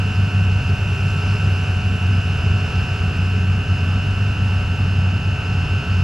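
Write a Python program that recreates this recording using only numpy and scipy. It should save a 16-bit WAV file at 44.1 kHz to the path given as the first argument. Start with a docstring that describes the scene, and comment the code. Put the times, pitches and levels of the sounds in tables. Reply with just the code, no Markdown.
"""A diesel air heater's flame throbs on a low resonance of burner and exhaust pipe, close by.
It burns over a turbulent roar and falters a few times a second. The blower turns at about 4000 rpm
and whines in many shaft orders. Air rushes through it, hums in the duct, hisses in the housing
and whistles at the openings, which a hand gradually shields."""
import sys
import numpy as np
from scipy.fft import rfft, irfft, next_fast_len
from scipy.io import wavfile
from scipy.ndimage import map_coordinates

SR = 44100
rng = np.random.default_rng(int(sys.argv[2]) if len(sys.argv) > 2 else 0)


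def int16_out(signal):
    """Quantize to a 16-bit WAV file."""
    q = np.round(np.clip(np.atleast_2d(signal).T, -1, 1) * 32767)
    wavfile.write(sys.argv[1], SR, q.astype(np.int16))


N = 266231


# Flame drive and pipe resonance: time_s, level_db, pitch_hz
BURN = [(0, -16, 95.4), (.5, -13.5, 95.5), (1.1, -18.5, 94.8), (1.45, -15.5, 95.33), (1.7, -17, 94.35),
        (2.45, -17, 93.3), (3.0, -14.5, 92.34), (3.45, -16.5, 92.9), (3.98, -18, 93.16), (4.22, -15, 97.6),
        (4.5, -17.5, 94.3), (5.0, -15, 93.16), (5.3, -17.5, 94.5), (5.6, -15, 95.4), (6.04, -13, 92.4)]

def flame_throb(sag_db, flutter_db=3.0, jitter_hz=3.74, overtone=0.92, ceiling_db=-12.5, side_db=-28):
    """The flame locks onto the pipe resonance; strong swings saturate."""
    level_db, pitch_hz = curves(BURN)
    drive = amp(level_db + sag_db + flutter_db * wobble(100)) * np.sqrt(2)
    swing = drive / (1 + (drive / amp(ceiling_db)) ** 4) ** (1 / 4)
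    looseness = amp(-sag_db)  # a weak oscillation keeps time less well
    phase = 2 * np.pi * np.cumsum(pitch_hz + jitter_hz * looseness * wobble(70)) / SR
    throb = swing * np.cos(phase) - overtone * swing ** 2 * np.cos(2 * phase)  # sharp troughs
    side = amp(side_db) * swing * np.sin(phase)
    return np.array([throb + side, throb - side])


# Flame falters: start_s, depth_db, length_s
FALTERS = [(0.128, 10.5, 0.037), (0.284, 9.5, 0.053), (.6, 20, 0.073), (0.748, 12, 0.05),
           (0.833, 10, 0.063), (0.937, 8.5, 0.052), (1.165, 8, 0.072), (1.349, 11, 0.075),
           (1.628, 7.5, 0.075), (1.711, 7.5, 0.031), (1.802, 13.5, 0.036), (1.983, 6.5, 0.036),
           (2.214, 8, 0.043), (2.388, 8.5, 0.043), (2.681, 21, 0.049), (2.853, 13, 0.052),
           (2.938, 18.5, 0.066), (3.114, 15, 0.056), (3.627, 17, 0.047), (3.75, 9, 0.044),
           (4.015, 9, 0.037), (4.148, 8.5, 0.022), (4.301, 10, 0.083), (4.609, 8, 0.069),
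           (4.731, 6.5, .055), (5.178, 9.5, 0.067), (5.348, 11, 0.16), (5.649, 22, 0.049),
           (5.788, 18.5, 0.099)]

def falter_db(flare_delay_s=0.065, flare_s=0.056, flare_share=0.17):
    """The flame sags at each falter, then the unburnt fuel flares up."""
    sag_db = np.zeros(N)
    for start_s, depth_db, length_s in FALTERS:
        centre_s = start_s + length_s / 2
        flare = flare_share * bump(centre_s + flare_delay_s, flare_s)
        sag_db += depth_db * (flare - bump(centre_s, length_s))
    return sag_db


# Combustion spectrum: freq_hz, density_db
ROAR = [(10, -33), (22, -12), (36, -10), (55, -4), (80, 0), (110, -1.5), (148, 0), (200, -10.5),
        (228, -11.5), (262, -15), (285, -18), (340, -23), (520, -36.5), (1000, -73)]

def flame_roar(sag_db):
    """Turbulent combustion, dipping slightly at each falter."""
    return amp(-24 + 0.084 * sag_db) * noise(spectrum(ROAR))


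# Blower shaft speed: time_s, speed_hz
SHAFT_SPEED = [(0, 66.59), (.6, 66.55), (1.0, 66.68), (1.5, 66.75), (2.15, 66.51), (3.3, 66.57),
               (3.75, 66.69), (5.1, 66.735), (5.75, 66.56), (6.04, 66.6)]

def shaft_angle_rad():
    """The shaft turns at a slightly drifting speed."""
    return 2 * np.pi * np.cumsum(curves(SHAFT_SPEED)[0]) / SR


# Blower swell, scaled by each layer: time_s, level_db
SWELL = [(0, -33.5), (.8, -34), (1.3, -32), (1.75, -34), (2.8, -32.2), (3.45, -34.5), (3.95, -33.5),
         (4.5, -34), (5.15, -35), (5.5, -33.5), (6.04, -33.5)]
# Blower tones: shaft_order, level_db, left_minus_right_db
ORDERS = [(1, -36.2, 1), (4, -50.7, -2), (8, -57.3, 0), (9, -53.6, -4), (10, -55.1, -5), (11, -47.2, -6),
          (14, -55.4, -1), (15, -58.1, 0), (16, -58.5, -5), (17, -54.7, -7), (19, -59.6, 1), (20, -43.4, 2),
          (21, -53.6, 1), (22, -45.4, -3), (23, -41.7, -2), (24, -55.0, -2), (25, -60.0, -1),
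          (26, -53.2, 0), (27, -57.7, 1), (29, -61.4, 2), (32, -57.1, 0), (33, -60.2, -1), (35, -58.0, 2),
          (38, -42.5, -2), (40, -41.2, 1), (41, -36.7, 0), (42, -51.3, 2), (43, -50.1, -6), (44, -41.8, -5),
          (45, -53.1, -4), (46, -55.8, -6), (47, -60.6, -7), (53, -64.2, 2), (64, -66.1, 2), (65, -60.9, 3),
          (66, -63.1, 3), (74, -67.2, 1), (76, -63.2, 0), (77, -64.5, 0), (78, -65.6, 0), (87, -65.2, -1),
          (89, -70.8, 2)]

def blower_whine(angle_rad, swell_db, waver_db=0.5, drift_db=0.54):
    """Shaft orders waver in the turbulent air; high orders are fuzzier."""
    whine = np.zeros((2, N))
    for order, level_db, pan_db in ORDERS:
        scatter_rad = 0.003 * wobble(40)
        tone = np.sqrt(2) * np.sin(order * (angle_rad + scatter_rad) + rng.uniform(0, 2 * np.pi))
        tone *= amp(level_db + waver_db * wobble(14) + drift_db * wobble(1.56))
        whine += pan(tone, pan_db)
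    return from_right(whine * amp(0.69 * swell_db), lead_ms=0.044)


# Blower airflow spectrum: freq_hz, density_db
RUSH = [(150, -30), (350, -4), (540, -1), (750, 2.5), (980, 0.5), (1070, -3), (1250, 3), (1600, 1.5),
        (1830, -4.5), (2100, -7), (2450, -3), (2630, 3), (3000, -3.5), (3500, -21)]

def air_rush(angle_rad, swell_db, chop_db=0.5):
    """Air rushes through the blower, chopped once a turn."""
    level_db = -36 + 0.44 * swell_db + chop_db * np.cos(angle_rad) + 0.61 * wobble(12)
    rush = amp(level_db) * noise(spectrum(RUSH))
    return pan(from_right(rush, lead_ms=0.025), left_minus_right_db=-1)


# Duct modes: freq_hz, width_hz, gain_db
DUCT_MODES = [(297, 5.9, -4), (368, 15, -9.5), (385, 7.9, -7.5), (411.6, 39, 2), (446, 10.4, -1.5)]

def duct_hum(swell_db):
    """Airflow excites the duct's low modes."""
    level_db = -42 + 1.6 * swell_db + 0.82 * wobble(5)
    return amp(level_db) * noise(lambda hz: ringing(DUCT_MODES, hz) * rolloff(hz, 700, order=4))


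# Outlet air spectrum: freq_hz, density_db
HISS = [(1500, -21), (3200, 7), (3420, 1.5), (3700, 4), (4100, -1), (4700, -1.5), (5500, -4.5), (6500, -9),
        (6900, -6), (7700, -10), (8800, -26), (11000, -49)]
# Duct and housing modes: freq_hz, width_hz, gain_db
HOUSING_MODES = [(3605, 54, -3.5), (4330, 84, 1.5), (4960, 54, 6), (5216, 110, 2.5), (5670, 42, -4),
                 (6300, 160, -10)]

def housing_hiss(swell_db):
    """Air hisses out of the housing and excites its high modes."""
    hiss = amp(-47 + 0.83 * swell_db) * noise(spectrum(HISS))
    ring_db = -48.7 + 1.74 * swell_db + 0.7 * wobble(7.3)
    ring = amp(ring_db) * noise(lambda hz: ringing(HOUSING_MODES, hz) * rolloff(hz, 7500, order=12))
    return from_right(hiss + ring, lead_ms=0.0035)


# Whistle level as the hand shields the openings: time_s, level_db
EXPOSURE = [(0, -48), (.6, -48.5), (1.1, -44.5), (1.6, -46), (1.95, -47), (2.3, -49), (3.0, -49.5),
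            (3.6, -53), (4.95, -56), (5.25, -59), (6.04, -56)]
# Modes of the openings: freq_hz, width_hz, gain_db
WHISTLE_MODES = [(2390, 134, 9.5), (5900, 130, 1), (7270, 110, -2.5), (10370, 260, -11)]

def whistles():
    """Airy whistles at the openings, fading behind the hand."""
    level_db, = curves(EXPOSURE)
    return amp(level_db) * noise(lambda hz: ringing(WHISTLE_MODES, hz) * rolloff(hz, 11500, order=16))


# Modes of the hollow under the hand, applied twice: freq_hz, width_hz, gain_db
HOLLOW_MODES = [(5160, 380, 0), (6490, 520, 1)]

def hand_hollow(open_db):
    """The hollow rings louder as the hand closes over the opening."""
    ring = amp(-59 - 0.37 * open_db) * noise(lambda hz: ringing(HOLLOW_MODES, hz) ** 2)
    return from_right(ring, lead_ms=0.0035)


# Top-octave air spectrum: freq_hz, density_db
FIZZ = [(6000, -21), (8200, 2), (9200, -2), (10400, 2), (11500, -0.5), (13000, -6.5), (13800, -13)]

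def air_fizz(open_db):
    """The finest air noise, slightly shielded by the hand."""
    return amp(-61 + 0.14 * open_db + 0.43 * wobble(15)) * noise(spectrum(FIZZ))


# Stereo width of the noise: freq_hz, side_minus_mid_db
WIDTH = [(25, -13), (70, -22), (150, -24), (350, -20), (660, -7.5), (1200, -20), (2200, -11), (3700, -7),
         (5100, -22), (7000, -8.5), (8800, -13), (10600, -28), (12200, -6)]

def noise(colour):
    """Coloured stereo noise of rms 1, nearly mono in the bass."""
    white = rng.standard_normal((2, N))
    mid, side = filtered(white, lambda hz: colour(hz) * amp([0 * hz, along(WIDTH, hz)]))
    stereo = np.array([mid + side, mid - side])
    return stereo / np.sqrt(np.mean(stereo ** 2))


def amp(db):
    return 10 ** (np.asarray(db) / 20)


def along(points, hz):
    """Interpolate (freq_hz, value) points on a log axis."""
    freq_hz, values = np.transpose(points)
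    return np.interp(np.log(hz + 1), np.log(freq_hz + 1), values)


def curves(rows):
    """One value per sample for each column after time_s."""
    time_s, *columns = np.transpose(rows)
    return [np.interp(np.arange(N) / SR, time_s, column) for column in columns]


def wobble(rate_hz):
    """Smooth random curve, rate_hz knots a second."""
    grid = np.arange(0, N + 64, 64)
    knots = rng.standard_normal(4096)
    return np.interp(np.arange(N), grid, map_coordinates(knots, [grid * rate_hz / SR], mode="mirror"))


def bump(centre_s, width_s):
    """Bell of height 1, width_s wide at half height."""
    return 0.5 ** np.minimum((2 * (np.arange(N) / SR - centre_s) / width_s) ** 2, 20)


def filtered(x, response):
    """Apply a complex frequency response."""
    size = next_fast_len(N + SR // 2)
    return irfft(rfft(x, size) * response(np.fft.rfftfreq(size, 1 / SR)), size)[..., :N]


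def rolloff(hz, corner_hz, order):
    return 1 / (1 + (hz / corner_hz) ** order)


def spectrum(points):
    """Response through (freq_hz, density_db) points, falling above the last."""
    return lambda hz: amp(along(points, hz)) * rolloff(hz, 2 * points[-1][0], order=4)


def ringing(modes, hz):
    """Gain of resonances summed in power."""
    gains = [amp(gain_db) * hz * width_hz / (freq_hz ** 2 - hz ** 2 + 1j * hz * width_hz)
             for freq_hz, width_hz, gain_db in modes]
    return np.linalg.norm(gains, axis=0)


def pan(x, left_minus_right_db):
    return x * amp([[left_minus_right_db / 2], [-left_minus_right_db / 2]])


def from_right(x, lead_ms):
    """The sound arrives earlier on the right."""
    return filtered(x, lambda hz: np.exp(1j * np.pi * hz * lead_ms / 1000 * np.array([[-1], [1]])))


def scene():
    """Flame, blower and airflow run together."""
    sag_db, angle_rad = falter_db(), shaft_angle_rad()
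    blower_db, = curves(SWELL)
    swell_db = blower_db - blower_db.mean()
    exposure_db, = curves(EXPOSURE)
    open_db = exposure_db - exposure_db.mean()
    flame = flame_throb(sag_db) + flame_roar(sag_db)
    whine = blower_whine(angle_rad, swell_db)
    air = air_rush(angle_rad, swell_db) + duct_hum(swell_db) + housing_hiss(swell_db)
    openings = whistles() + hand_hollow(open_db) + air_fizz(open_db)
    return flame + whine + air + openings


def record(dry, top_hz=13750):
    """Brick-wall low-pass."""
    return filtered(dry, lambda hz: hz < top_hz)


dry = scene()
out = record(dry)
int16_out(out)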